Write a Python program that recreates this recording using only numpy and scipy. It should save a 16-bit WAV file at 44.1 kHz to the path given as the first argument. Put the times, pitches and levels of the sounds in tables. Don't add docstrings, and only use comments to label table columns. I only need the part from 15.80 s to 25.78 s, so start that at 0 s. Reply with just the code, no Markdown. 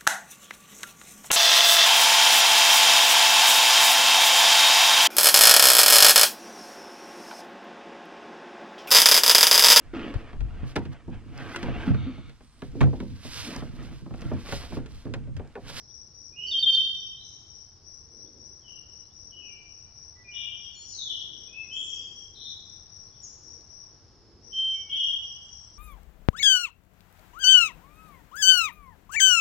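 import sys
import numpy as np
from scipy import signal
from scipy.fft import rfft, irfft, next_fast_len
from scipy.io import wavfile

SR = 44100
rng = np.random.default_rng(int(sys.argv[2]) if len(sys.argv) > 2 else 0)


def linear_from_db(decibels):
    return 10 ** (np.asarray(decibels, float) / 20)


def generate_wav(sig):
    pcm = np.round(np.clip(np.atleast_2d(sig).T, -1, 1) * 32767).astype(np.int16)
    wavfile.write(sys.argv[1], SR, pcm)


N = 440118


def rms_one(x):
    return x / np.sqrt(np.mean(x ** 2) + 1e-20)


def drift(rate_hz):
    r = np.exp(-80 * np.pi * rate_hz / SR)
    slow = signal.lfilter([1], [1, -2 * r, r * r], rng.standard_normal(N // 40 + 2002))[2000:]
    return np.interp(np.arange(N) / 40, np.arange(len(slow)), rms_one(slow))


def sides(x, pan_db):
    return x * linear_from_db(np.array([pan_db / 2, -pan_db / 2]).reshape(2, -1))


def pair(side_db, size):
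    mid, side = rng.standard_normal((2, size))
    return np.array([mid + linear_from_db(side_db) * side, mid - linear_from_db(side_db) * side])


def coloured(spectrum, side_db):
    size = next_fast_len(N)
    hz, level_db = np.transpose(spectrum)
    log_hz = np.log(np.fft.rfftfreq(size, 1 / SR) + 1)
    gain = linear_from_db(np.interp(log_hz, np.log(hz), level_db, left=-99, right=-99))
    return rms_one(irfft(rfft(pair(side_db, size)) * gain, size)[:, :N])


def add(track, s, sound):
    i = int(s * SR)
    track[..., i:i + sound.shape[-1]] += sound[..., :N - i]


def cricket():
    # (frequency [Hz], width [Hz], level [dB])
    wing_modes = [(5819, 153, 8), (5556, 350, 2.5), (5254, 430, -8), (4700, 250, -23.5), (6500, 200, -31)]
    stroke_hz = 30 + 1.5 * drift(3.04)
    stroke = 1 + 0.14 * np.sin(2 * np.pi * np.cumsum(stroke_hz) / SR)
    grit = linear_from_db(2.5 * np.minimum(rng.exponential(1, N), 4))
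    teeth = pair(-1.2, N) * grit * stroke
    wing = 0
    for k, (hz, width_hz, mode_db) in enumerate(wing_modes):
        r = np.exp(-np.pi * width_hz / SR)
        b = (1 - r * r) / 2 * np.array([1, 0, -1])
        a = [1, -2 * r * np.cos(2 * np.pi * hz / SR), r * r]
        ringing = signal.lfilter(b, a, signal.lfilter(b, a, teeth))
        wing = wing + (-1) ** k * linear_from_db(mode_db) * ringing
    return rms_one(wing) * chirps()


def chirps():
    # (start [s], chirps [count], period [s])
    bouts = [
        (-.225, 8, .268),
        (2.01, 4, .272),
        (3.05, 5, .264),
        (4.46, 14, .2615),
        (8.61, 6, .260),
    ]
    attack_s, hold_s, release_s = 0.075, 0.083, 0.08
    straight_db, straight_pan_db = -53.5, 15.5
    echo_db, echo_pan_db, echo_t60_s = -50.5, 6.5, 1
    t = np.arange(-SR, N) / SR
    corners = np.cumsum([0, attack_s, hold_s, release_s])
    starts = [s + k * period for s, count, period in bouts for k in range(int(round(count)))]
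    strengths = linear_from_db(0.4 * rng.standard_normal(len(starts)))
    swell = sum(g * np.interp(t - s, corners, [0, 1, 1, 0]) for s, g in zip(starts, strengths))
    r = linear_from_db(-120 / (echo_t60_s * SR))
    echo = np.sqrt(signal.lfilter([1 - r], [1, -r], swell ** 2))
    straight = sides(linear_from_db(straight_db) * swell, straight_pan_db)
    return np.hypot(straight, sides(linear_from_db(echo_db) * echo, echo_pan_db))[:, SR:]


def birds():
    direct, scattered, thicket = np.zeros((3, 2, N))
    peeps(direct, scattered)
    whistlers(direct, scattered)
    buzzers(direct, scattered, thicket)
    heard = direct + trees(scattered, build_s=0.012, t60_s=0.99, high_t60_s=0.87)
    return heard + trees(thicket, build_s=0.01, t60_s=0.81, high_t60_s=0.54)


def whistlers(direct, scattered):
    # (start [s], length [s], from [Hz], to [Hz], scattered level [dB])
    loud = [(.66, 0.091, 4560, 4484, -44), (.71, .028, 3794, 3370, -29.5), (.727, 0.081, 3224, 3115, -26),
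            (.785, 0.05, 4523, 4505, -38), (.823, 0.03, 3725, 3460, -22), (.855, 0.064, 3187, 3129, -19),
            (.917, 0.068, 4510, 4495, -37.5), (.947, 0.014, 3690, 3500, -20.5),
            (.962, 0.067, 3180, 3062, -25.5)]
    right = [(.514, 0.15, 2380, 2810, -54.5), (.555, 0.15, 2782, 3140, -34.5),
             (4.348, 0.086, 1977, 1967, -61.5)]
    high = [(1.354, 0.07, 3620, 4120, -50), (1.417, 0.055, 6080, 6420, -54),
            (1.498, 0.093, 6264, 6667, -65), (4.929, 0.13, 6930, 6890, -48.5),
            (5.049, 0.15, 5820, 6500, -43), (5.914, 0.13, 6900, 7340, -46),
            (5.963, 0.13, 6790, 7260, -58.5), (6.016, 0.062, 6500, 6520, -48.5),
            (6.092, .12, 5220, 4700, -54), (6.675, 0.048, 6624, 6810, -61.5), (9.5, 0.47, 7680, 7790, -77),
            (9.502, 0.26, 6170, 6540, -66.5)]
    falling = [(2.805, .064, 3340, 2960, -62.5), (2.838, 0.06, 3050, 2900, -51),
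               (2.875, 0.047, 2813, 2833, -52.5), (3.5, 0.054, 3150, 3147, -61),
               (3.51, 0.09, 2954, 2927, -46.5), (3.57, .06, 2896, 2780, -49.5),
               (3.613, 0.037, 2670, 2470, -50.5), (3.672, .075, 2373, 2347, -53.5),
               (7.3, 0.078, 3590, 2940, -70.5)]
    low = [(4.435, 0.11, 2440, 2360, -41), (5.67, 0.1, 2465, 2560, -48.5),
           (5.735, 0.068, 2604, 2604, -37.5), (5.905, .079, 2973, 3480, -29.5),
           (5.982, 0.22, 3308, 3185, -37)]
    swoop = [(5.125, 0.02, 4620, 3940, -37), (5.171, 0.042, 4060, 3480, -32),
             (5.208, 0.086, 3517, 3383, -32), (5.263, 0.066, 3380, 2824, -35.5),
             (5.302, .11, 3092, 3433, -40)]
    near = [(4.92, 0.016, 4426, 4620, -69), (4.938, 0.14, 4305, 4340, -57.5),
            (5.115, 0.12, 7770, 7630, -78.5), (5.829, .055, 2103, 2150, -70),
            (6.55, 0.043, 4240, 4020, -61.5), (7.421, .013, 7760, 6790, -60.5),
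            (7.428, 0.038, 7050, 6280, -48), (7.436, .038, 6250, 6590, -49.5),
            (8.9, .31, 2242, 2229, -62.5)]
    # (notes, direct over scattered [dB], pitch swing [Hz], left over right [dB])
    singers = [(loud, 1.5, 7.4, 0.4), (right, -5.5, 16, -6.5), (high, -17, 55, 2.5), (falling, -8.5, 17, 5.9),
               (low, -13, 14, 5), (swoop, -14.5, 12, 5.7), (near, 3.5, 8.0, 3.6)]
    for notes, direct_db, swing_hz, pan_db in singers:
        for s, length_s, from_hz, to_hz, level_db in notes:
            tone = sides(linear_from_db(level_db) * glide(length_s, from_hz, to_hz, swing_hz, edge=0.25), pan_db)
            add(direct, s, linear_from_db(direct_db) * tone)
            add(scattered, s, tone)


def buzzers(direct, scattered, thicket):
    # (start [s], length [s], from [Hz], to [Hz], scattered level [dB])
    fine = [(4.512, 0.071, 2946, 2900, -40), (4.58, 0.086, 2920, 2860, -38.5)]
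    broad = [(4.532, 0.1, 3420, 3377, -39), (4.56, 0.34, 3194, 3247, -47.5),
             (5.07, 0.081, 5250, 5200, -47.5)]
    coarse = [(4.1, .08, 4900, 6200, -76.5), (6.54, 0.091, 3900, 3376, -47.5),
              (6.595, .11, 3860, 3668, -41)]
    last = [(9.085, 0.092, 2872, 2886, -39), (9.09, 0.15, 2720, 2940, -65), (9.092, 0.05, 3200, 3090, -28),
            (9.1, 0.12, 3295, 3413, -31.5), (9.11, 0.13, 3480, 3672, -68.5), (9.15, .15, 3161, 3258, -27.5),
            (9.145, .16, 2892, 2950, -33.5)]
    # (notes, pitch swing [Hz], left over right [dB])
    singers = [(fine, 63, 6), (broad, 185, 6.9), (coarse, 247, 6.44), (last, 38, -0.4)]
    for notes, swing_hz, pan_db in singers:
        for s, length_s, from_hz, to_hz, level_db in notes:
            tone = sides(linear_from_db(level_db) * glide(length_s, from_hz, to_hz, swing_hz, edge=0.18), pan_db)
            add(direct, s, linear_from_db(-10) * tone)
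            add(thicket, s, tone)
            add(scattered, s, linear_from_db(-6) * tone)


def peeps(direct, scattered):
    # (time [s], first note level [dB], second note level [dB])
    calls = [
        (.033, -75, -71),
        (2.395, -72, -71),
        (3.24, -72, -71),
        (3.775, -76, -90),
        (5.84, -71, -90),
        (7.27, -72, -68),
    ]
    # (from [Hz], to [Hz])
    note_hz = [
        (4000, 4170),
        (3200, 3750),
    ]
    length_s, gap_s = 0.032, 0.061
    for s, *levels_db in calls:
        for k, (from_hz, to_hz) in enumerate(note_hz):
            tone = sides(linear_from_db(levels_db[k]) * glide(length_s, from_hz, to_hz, 40, edge=0.13), 4.0)
            add(direct, s + k * gap_s, tone)
            add(scattered, s + k * gap_s, linear_from_db(-4) * tone)


def glide(length_s, from_hz, to_hz, swing_hz, edge):
    u = np.linspace(0, 1, int(length_s * SR))
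    uneven = 1.2 * np.interp(u, np.linspace(0, 1, 16), rng.standard_normal(16))
    buzz = np.sin(2 * np.pi * 156 * length_s * u + uneven)
    hz = from_hz + (to_hz - from_hz) * u + swing_hz * buzz
    swell = np.sin(np.pi / 2 * np.clip(np.minimum(u, 1 - u) / edge, 0, 1)) ** 2
    return np.sqrt(2) * swell * np.sin(2 * np.pi * np.cumsum(hz) / SR)


def trees(x, build_s, t60_s, high_t60_s):
    t = np.arange(int(1.6 * SR)) / SR
    white = pair(-0.46, len(t))
    low = signal.sosfiltfilt(signal.butter(2, 4800, fs=SR, output="sos"), white)
    dying = low * linear_from_db(-60 * t / t60_s) + (white - low) * linear_from_db(-60 * t / high_t60_s)
    response = (1 - np.exp(-t / build_s)) * dying
    return signal.fftconvolve(x, response / np.sqrt(np.sum(response ** 2) / 2), axes=1)[:, :N]


def long_whistle():
    # (time [s], level [dB], left over right [dB])
    course = [(8.7, -99, -2.5), (8.73, -40, -1.5), (8.794, -25, 1.0), (8.95, -29, -2.0), (8.978, -37, -5.5),
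              (9.014, -35, -5.5), (9.062, -47, 4.0), (9.09, -53, -2.0), (9.1, -40, 0.0)]
    t = np.arange(N) / SR
    s, *columns = np.transpose(course)
    level_db, pan_db = [np.interp(t, s, column) for column in columns]
    start, end = s[0], s[-1]
    on = np.interp(t, [start, start + 0.01, end - 0.012, end], [0, 1, 1, 0])
    loudness = on * np.sqrt(2) * linear_from_db(level_db + 0.1 + 0.84 * drift(30))
    return sides(loudness * np.sin(2 * np.pi * 3128 * t), pan_db)


def ticks():
    # (time [s], peak level [dB], middle frequency [Hz])
    snaps = [
        (7.16, -58, 6000),
        (7.741, -68, 8500),
        (7.808, -48, 4600),
    ]
    out = np.zeros(N)
    for s, peak_db, hz in snaps:
        burst = rng.standard_normal(900) * np.exp(-np.arange(900) / 130)
        band = signal.butter(2, [hz / 1.3, hz * 1.25], "band", fs=SR, output="sos")
        add(out, s, linear_from_db(peak_db) * signal.sosfilt(band, burst))
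    return out


def far_cricket():
    wing_hz, half_width_hz = 4646, 60
    band = signal.butter(2, [wing_hz - half_width_hz, wing_hz + half_width_hz], "band", fs=SR, output="sos")
    return linear_from_db(-79 + 2.9 * drift(1.2)) * rms_one(signal.sosfilt(band, pair(-0.5, N)))


def traffic():
    # (frequency [Hz], level per Hz [dB])
    rumble_spectrum = [(12, -44.5), (20, -6.5), (48, -6), (81, 1), (155, -7.5), (184, -14.5), (220, -13),
                       (290, -39.5), (480, -120)]
    # (frequency [Hz], level per Hz [dB])
    drone_spectrum = [(120, -30.5), (200, -6), (296, -4.5), (338, -2.5), (433, -6), (464, -5), (620, -17),
                      (810, -44.5), (1360, -120)]
    # (time [s], half length [s], level [dB])
    passes = [
        (0.734, .2, -64.5),
        (1.497, .15, -75.5),
        (2.473, .2, -59.5),
        (3.08, .2, -67.5),
        (3.606, 0.26, -67),
        (5.914, 0.89, -65),
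        (7.712, 0.16, -63.5),
        (8.588, .3, -62),
    ]
    t = np.arange(N) / SR
    passing = sum(linear_from_db(2 * level_db) / (1 + ((t - s) / half_s) ** 2) ** 2 for s, half_s, level_db in passes)
    rumble = linear_from_db(-59.5 + 0.5 * drift(0.8)) * sides(coloured(rumble_spectrum, -9.5), np.array(0.8))
    roar = np.sqrt(linear_from_db(2 * -70) + passing)
    return rumble + roar * linear_from_db(1.2 * drift(3.7)) * coloured(drone_spectrum, -10.5)


def leaves():
    # (frequency [Hz], level per Hz [dB])
    rustle_spectrum = [(350, -34.5), (600, -5), (866, -4), (1670, -12), (2520, -18), (3070, -17),
                       (3310, -16.5), (4400, -17.5), (5720, -41), (9680, -120)]
    breeze_db_per_s = 0.5
    t = np.arange(N) / SR
    return linear_from_db(-72 + breeze_db_per_s * t + 0.6 * drift(0.87)) * coloured(rustle_spectrum, -9.5)


def air_and_hiss():
    # (frequency [Hz], level per Hz [dB])
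    air_spectrum = [(2590, -38.5), (4400, -14.5), (4950, -11), (5270, 3), (5430, -6), (6120, -17.5),
                    (6630, -22.5), (7270, -29.5), (9450, -55.5), (16000, -120)]
    # (frequency [Hz], level per Hz [dB])
    hiss_spectrum = [(7000, -26), (8000, -14), (9000, -4.5), (10000, -5), (12000, -9.5), (14000, -15),
                     (16000, -19)]
    return linear_from_db(-63.5) * coloured(air_spectrum, -1.4) + linear_from_db(-91) * coloured(hiss_spectrum, -2.5)


def scene():
    singers = cricket() + birds() + long_whistle()
    return singers + ticks() + far_cricket() + traffic() + leaves() + air_and_hiss()


def band_limit(x):
    return signal.sosfilt(signal.butter(12, 15300, fs=SR, output="sos"), x)


def record(dry):
    ripple_levels = [-35, -45, -52, -57]
    turn = 2 * np.pi * 3899 * np.arange(N) / SR
    shake = sum(linear_from_db(ripple_db) * np.cos((k + 1) * turn) for k, ripple_db in enumerate(ripple_levels))
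    mix = dry + shake * np.diff(dry, prepend=0)
    return band_limit(mix)


dry = scene()
out = record(dry)
generate_wav(out)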